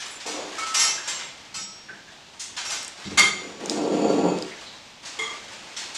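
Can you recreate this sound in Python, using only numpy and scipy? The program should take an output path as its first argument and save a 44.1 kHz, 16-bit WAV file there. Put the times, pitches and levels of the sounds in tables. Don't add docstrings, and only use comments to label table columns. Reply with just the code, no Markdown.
import sys
import numpy as np
from scipy import signal
from scipy.fft import rfft, irfft, next_fast_len
from scipy.io import wavfile
from scipy.ndimage import uniform_filter1d, map_coordinates

SR = 44100
rng = np.random.default_rng(int(sys.argv[2]) if len(sys.argv) > 2 else 0)


def store_pcm(level_fs):
    pcm = np.round(np.clip(level_fs, -1, 1) * 32767).astype(np.int16)
    wavfile.write(sys.argv[1], SR, np.atleast_2d(pcm).T)


N = 263277
TIME = np.arange(N) / SR
RING_TIME = np.arange(SR * 3 // 5) / SR
TOP_HZ = 15500
SAUCER_REBOUND_S = .0175

# frequency in Hz, relative level in dB.
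CLACK_COLOUR = [(100, -30), (400, -16.5), (850, 1), (4000, 2), (7300, 3), (9000, -2.5), (12000, -12.5),
                (15000, -16)]


def saucer_and_spoon():
    # start in seconds, loss per rebound in dB, ring brightness in Hz, clack level in dB,
    # saucer ring level in dB, spoon ring level in dB
    saucer_hits = [(.261, 6.5, 9400, -33, -36.5, -59), (.581, 6.5, 2500, -33, -30.5, -51),
                   (.612, 14, 1760, -43, -29.5, -50), (.664, 9, 13000, -34, -44, -54),
                   (.742, 5.5, 15000, -24.5, -28, -23.5), (.792, 3, 12100, -27, -24, -20),
                   (.843, 18.5, 3500, -31, -32, -48), (.871, 16, 15000, -37, -36, -27),
                   (1.542, 10, 8600, -36, -32, -34), (2.648, 9, 12000, -36, -39, -31),
                   (2.701, 5, 13000, -29.5, -35, -36), (3.040, 26, 6500, -55, -47, -46)]
    # frequency in Hz, relative level in dB, time to fall 60 dB in seconds
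    saucer_modes = [(1304, 5.5, 0.34), (2220, 1.5, 0.22), (3105, 1, 0.39), (4300, 2, 0.25), (5000, 7, 0.19),
                    (5920, 14.5, 0.23), (6810, 8.5, 0.28), (7740, 8, 0.28), (8323, -1, 0.16),
                    (9520, -0.5, 0.22), (10000, 1, 0.18), (11700, 0, 0.26)]
    # frequency in Hz, relative level in dB, 60 dB fall in seconds
    spoon_modes = [(2654, -9, .35), (3704, -12, .5), (4270, -11, 0.35), (4910, -3.5, 0.2), (5567, -1, 0.85),
                   (6400, -6, 0.28), (7316, -4, 0.32), (9838, -7, 0.2), (10565, -7, 0.3), (11070, -9, 0.2)]
    return china(saucer_hits, [saucer_modes, spoon_modes], chatter_t60=0.26,
                 rebound_s=SAUCER_REBOUND_S, overtone_t60=0.11)


def plate():
    # start in seconds, loss per rebound in dB, ring brightness in Hz, clack level in dB,
    # ring level in dB
    plate_hits = [(3.042, 19, 5030, -51, -43.5), (3.174, 9.5, 13000, -21, -16),
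                  (3.186, 13, 13900, -21.5, -17)]
    # frequency in Hz, relative level in dB, time to fall 60 dB in seconds
    plate_modes = [(1237, 5, 0.082), (2112, -0.5, 0.39), (2130, 13, 0.056), (3190, 9, 0.045),
                   (3227, -9, 0.29), (3550, 2, 0.095), (4510, 9, 0.04), (5000, -21, 0.4), (5850, -7, 0.67),
                   (6790, 0.5, 0.11), (6950, -10, 0.74), (9940, -7, 0.29), (10820, -3.5, 0.15)]
    return china(plate_hits, [plate_modes], chatter_t60=0.011, rebound_s=.009, overtone_t60=0.035)


def cup():
    # start in seconds, loss per rebound in dB, ring brightness in Hz, clack level in dB,
    # ring level in dB
    cup_hits = [(5.189, 3.5, 7000, -38, -26), (5.241, 3.5, 3500, -57, -47)]
    # frequency in Hz, relative level in dB, time to fall 60 dB in seconds
    cup_modes = [(445, -15.5, 0.85), (1182, -6.5, 0.14), (1245, -11, 0.084), (2072, -11.5, 0.56),
                 (2123, -0.5, 0.16), (3280, 0.5, 0.037), (6780, -7, 0.058)]
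    return china(cup_hits, [cup_modes], chatter_t60=0.018, rebound_s=.024)


def spoon_on_cup():
    # start in seconds, loss per rebound in dB, ring brightness in Hz, clack level in dB,
    # ring level in dB
    chink_hits = [(.743, 9.5, 14000, -27.5, -29), (1.075, 9.5, 8900, -28.5, -30.5)]
    # frequency in Hz, relative level in dB, time to fall 60 dB in seconds
    chink_modes = [(2088, -3.5, 0.82), (2920, -8, 0.55), (3120, -6.5, 0.5), (3750, -4.5, 0.25),
                   (5098, -6, 0.31), (6315, -2, 0.14), (7480, 4, 0.22)]
    return china(chink_hits, [chink_modes], chatter_t60=0.1,
                 rebound_s=SAUCER_REBOUND_S, overtone_t60=0.18)


def tinkle():
    # start in seconds, loss per rebound in dB, ring brightness in Hz, clack level in dB,
    # ring level in dB
    tinkle_hits = [(.055, 14, 13000, -55, -44), (.107, 23, 9400, -63, -42)]
    # frequency in Hz, relative level in dB, time to fall 60 dB in seconds
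    tinkle_modes = [(7250, 4.5, 0.16), (7946, -4, 0.28), (8900, -2, 0.3), (10140, 3, 0.14),
                    (11880, -5, 0.21)]
    return china(tinkle_hits, [tinkle_modes], chatter_t60=0.024, rebound_s=SAUCER_REBOUND_S)


def china(hits, objects, chatter_t60, rebound_s, overtone_t60=0.049, choke_t60=0.14, bass_hz=200, count=4):
    out = np.zeros(N)
    pitches = overtone_pitches()
    ends = [hit[0] for hit in hits[1:]] + [N / SR]
    for (s, loss_db, bright_hz, clack_db, *ring_db), end in zip(hits, ends):
        for k in range(count):
            if k * loss_db >= 20:
                break
            start = s + k * rebound_s
            choked_s = np.maximum(start + RING_TIME - max(end, start), 0)
            choke = amp(-60 * choked_s / choke_t60)
            rings = choke * sum(amp(db) * ring(modes, bright_hz) for db, modes in zip(ring_db, objects))
            contact = amp(clack_db) * clack(chatter_t60, overtone_t60, pitches) + rings
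            add(out, start, amp(-k * loss_db) * kitchen(contact))
    return filtered(out, lambda hz: (1j * hz / (bass_hz + 1j * hz)) ** 2)


def ring(modes, bright_hz, scatter_db=1.8):
    hz, db, t60 = np.transpose(modes)[:, :, None]
    softness = np.sqrt(1 + (hz / bright_hz) ** 6)
    level = amp(db + scatter_db * rng.standard_normal(hz.shape)) / softness
    decay = np.exp(-np.log(1000) * RING_TIME / t60)
    return blow(np.sum(level * decay * np.sin(2 * np.pi * hz * RING_TIME), axis=0))


def clack(chatter_t60, overtone_t60, pitches, chatter_db=-7):
    t = RING_TIME[:SR // 16]
    chatter = blow(noise(CLACK_COLOUR, len(t)) * amp(-60 * t / chatter_t60))
    lines = pitches * np.exp(2j * np.pi * rng.random(len(pitches)))
    overtones = blow(irfft(lines, len(RING_TIME)) * amp(-60 * RING_TIME / overtone_t60))
    chatter = np.pad(chatter, (0, len(RING_TIME) - len(t)))
    return blow(amp(chatter_db) * chatter + overtones)


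def overtone_pitches(count=110):
    hz = np.fft.rfftfreq(len(RING_TIME), 1 / SR)
    pitches = (np.arange(count) + rng.random(count)) * TOP_HZ / count
    lines = np.bincount((pitches / hz[1]).astype(int), minlength=len(hz))
    return lines * amp(along(CLACK_COLOUR, hz))


def slide(slips_per_s=400, spread_db=3, rim_width_hz=12.0, direct_db=0, judder_db=2):
    # start in seconds,
    # time to full speed in seconds, length in seconds, level in dB, bass limit in Hz, brightness in Hz,
    # rim ring in dB relative to the wood
    pushes = [(0.242, 0.02, 0.19, -36.5, 480, 5000, -15), (3.333, 0.073, 0.53, -41, 100, 1000, -16),
              (3.546, 0.37, 0.684, -21, 187, 940, -18.5), (4.226, 0.0044, 0.069, -22.5, 148, 1200, -17.5)]
    # time in seconds, surge of the wood's sound in dB
    catches = [(3.655, 4.5), (3.848, 4), (3.96, 2), (4.076, 4.5), (4.185, 1), (4.25, 5.5)]
    # frequency in Hz, relative level in dB
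    rim_modes = [(1125, 3.5), (1367, 3), (2555, -1.5), (2778, -4.5), (3230, -6), (4527, -2.5), (6858, -1),
                 (7060, -2.5), (7430, -13), (8820, -15), (10700, -20)]
    catch_s = 1 / 64
    brake_s = 0.064

    out = np.zeros(N)
    surge = amp(sum(db * np.exp(-((TIME - s) / catch_s) ** 2) for s, db in catches))
    rim_resonances = [(f, rim_width_hz * np.sqrt(f / rim_modes[0][0]), db) for f, db in rim_modes]
    for start, attack, length, level_db, bass_hz, dull_hz, rim_db in pushes:
        slip_sizes = amp(spread_db * np.clip(rng.standard_normal(N), -2, 2))
        slips = (rng.random(N) < slips_per_s / SR) * slip_sizes
        friction = unit((slips - slips.mean()) * amp(judder_db * wobble(45)))
        force = friction * amp(level_db) * gesture(start, attack, length, brake_s)
        wood = filtered(surge * force, lambda hz: table(hz) * (
            1j * hz / (bass_hz + 1j * hz) / (1 + 1j * hz / dull_hz)) ** 2)
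        rim = filtered(force, lambda hz: body(rim_resonances, hz))
        out += np.std(force) * (unit(wood) + amp(rim_db) * unit(rim))
    return kitchen(out, direct_db=direct_db)[:N]


def thumps(length=0.0099):
    # start in seconds, level in dB, brightness in Hz
    blows = [(1.544, -49, 60), (1.887, -48, 1800), (3.048, -34.5, 190), (3.107, -35.5, 150),
             (3.192, -31.5, 338), (5.162, -53, 130), (5.566, -55.5, 129)]
    out = np.zeros(N)
    for s, db, soft_hz in blows:
        force = rng.standard_normal(len(RING_TIME)) * np.exp(-RING_TIME / length)
        knock = filtered(force, lambda hz: table(hz) * (1 + 1j * hz / 300) / (1 + 1j * hz / soft_hz) ** 2)
        add(out, s, amp(db) * kitchen(blow(knock)))
    return out


def table(hz):
    # resonance in Hz, width in Hz, relative level in dB
    table_modes = [(74, 27, -6), (196.6, 15, 7), (308, 44, 2), (375, 60.5, 0), (451.4, 46, -2.5),
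                   (512.5, 28.5, -2.5), (631, 104, -12), (689, 14.5, -3), (830, 173, -14)]
    return body(table_modes, hz) * (1j * hz / (100 + 1j * hz)) ** 2


def ticks(cycles=5.3, relative_width=0.69, room_db=-7):
    # start in seconds, peak level in dB before the room is added, centre frequency in Hz
    snaps = [(2.83, -21, 8200), (2.848, -19, 6860), (2.880, -18, 6800), (3.196, -4, 5900),
             (3.659, -17.5, 6400), (3.697, -8, 5160), (4.387, -22, 5950), (4.424, -18, 4770)]
    out = np.zeros(N)
    t = RING_TIME[:SR // 50]
    for s, db, centre_hz in snaps:
        snap = rng.standard_normal(len(t)) * np.exp(-t * centre_hz / cycles)
        snap = filtered(snap, lambda hz: body([(centre_hz, centre_hz * relative_width, 0)], hz) ** 2)
        add(out, s, amp(db) * snap / np.abs(snap).max())
    return out + amp(room_db) * kitchen(out)[:N]


def scuffs():
    # start in seconds, level in dB, centre frequency in Hz
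    scuff_contacts = [(.0, -33, 2410), (.2, -37, 2540), (.308, -37, 4450), (1.189, -35, 1930),
                      (2.395, -31.5, 7950), (2.565, -28.5, 2150), (3.698, -34, 7500), (5.05, -35.5, 3940),
                      (5.765, -30.5, 3680), (5.945, -31.5, 5000)]
    return damped_contacts(scuff_contacts, octaves=1.65, length=0.028)


def hollow_taps():
    # start in seconds, level in dB, pitch in Hz
    tap_contacts = [(.385, -36, 560), (.969, -38.5, 1580), (1.885, -39, 1630), (2.07, -50, 1730),
                    (3.043, -44, 3940), (4.507, -43, 2060), (4.66, -43.5, 3900)]
    return damped_contacts(tap_contacts, octaves=0.15, length=0.015)


def damped_contacts(contacts, octaves, length):
    out = np.zeros(N)
    for s, db, centre_hz in contacts:
        band = lambda hz: 1 / (1 + (np.log2((hz + 1) / centre_hz) / octaves) ** 2)
        burst = filtered(noise(CLACK_COLOUR, len(RING_TIME)), band)
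        add(out, s, amp(db) * kitchen(blow(burst * np.exp(-RING_TIME / length))))
    return out


def rustle(flutter_db=1.5, grain_db=3):
    # start in seconds, length in seconds, level in dB
    strokes = [(0, 0.033, -39), (0.315, 0.83, -39), (2.472, 0.2, -50.5), (2.62, 0.22, -42),
               (2.96, 0.83, -44), (3.582, 0.93, -41.5), (5.015, 0.65, -42.5), (5.8, 0.17, -38)]
    # frequency in Hz, relative level in dB
    cloth_colour = [(60, -19), (300, 1), (800, 4.5), (3400, 2.5), (7500, -3), (10000, -12.5), (15000, -20)]
    attack_s, release_s, resting_db = 0.014, 0.2, -50.5
    power = sum((amp(db) * gesture(s, attack_s, length, release_s)) ** 2 for s, length, db in strokes)
    unevenness = amp(flutter_db * wobble(18) + grain_db * wobble(200))
    rubbing = unit(noise(cloth_colour, N) * unevenness)
    return kitchen(np.sqrt(power + amp(resting_db) ** 2) * rubbing)[:N]


def gesture(start, attack, length, release):
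    t = TIME - start
    return np.clip(t / attack, 0, 1) * np.exp(-np.maximum(t - length, 0) / release)


def hush():
    # frequency in Hz, relative level in dB
    hush_colour = [(22, -8), (110, 1), (250, 2.5), (480, -5), (830, 0), (1250, -8), (3500, -1),
                   (6500, -8.5), (10000, -22), (15000, -14.5)]
    return amp(-50.0 + wobble(3.32)) * noise(hush_colour, N)


def kitchen(x, direct_db=-17, early_db=4, early_s=0.0097, build_s=0.00031):
    # frequency in Hz, time for the room to fall 60 dB in seconds
    room_t60 = [(100, 0.72), (500, 0.48), (1500, 0.44), (4000, 0.45), (8000, 0.38), (14000, 0.21)]
    size = SR * 2 // 3
    hz, t, z = signal.stft(rng.standard_normal(size), SR, nperseg=256)
    decay_db = -60 * t / along(room_t60, hz)[:, None] + early_db * np.exp(-t / early_s)
    spectrum = rfft(signal.istft(z * amp(decay_db), SR, nperseg=256)[1], size)
    even = spectrum / np.sqrt(uniform_filter1d(np.abs(spectrum) ** 2, size=14) + 1e-9)
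    tail = irfft(even, size)[:SR // 2]
    tail *= 1 - np.exp(-TIME[:len(tail)] / build_s)
    tail[0] += amp(direct_db)
    wet = signal.fftconvolve(x, tail)
    return wet * np.linalg.norm(x) / (np.linalg.norm(wet) + 1e-20)


def body(modes, hz):
    return sum((-1) ** k * amp(db) * 1j * hz * width / (centre * centre - hz * hz + 1j * hz * width)
               for k, (centre, width, db) in enumerate(modes))


def noise(spectrum, size):
    return unit(filtered(rng.standard_normal(size), lambda hz: amp(along(spectrum, hz))))


def filtered(x, response):
    m = next_fast_len(len(x) + SR // 4)
    return irfft(rfft(x, m) * response(np.fft.rfftfreq(m, 1 / SR)), m)[:len(x)]


def along(points, hz):
    f, v = np.transpose(points)
    return np.interp(np.log(hz + 1), np.log(f), v)


def wobble(rate):
    return map_coordinates(rng.standard_normal(int(N * rate / SR) + 4), [TIME * rate])


def amp(db):
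    return 10 ** (np.asarray(db) / 20)


def unit(x):
    return x / np.sqrt(np.mean(x ** 2) + 1e-20)


def blow(x):
    return x / (np.linalg.norm(x) + 1e-20) * np.sqrt(SR / 20)


def add(track, s, x):
    start = max(round(s * SR), 0)
    track[start:start + len(x)] += x[:max(N - start, 0)]


def scene():
    clinks = saucer_and_spoon() + plate() + cup() + spoon_on_cup() + tinkle()
    handling = slide() + thumps() + ticks() + scuffs() + hollow_taps() + rustle()
    mono = clinks + handling + hush()
    return np.array([mono, mono])


def record(dry, treble_hz=8500):
    microphone = lambda hz: (hz < TOP_HZ) / np.sqrt(1 + (hz / treble_hz) ** 8)
    return np.array([filtered(channel, microphone) for channel in dry])


dry = scene()
out = record(dry)
store_pcm(out)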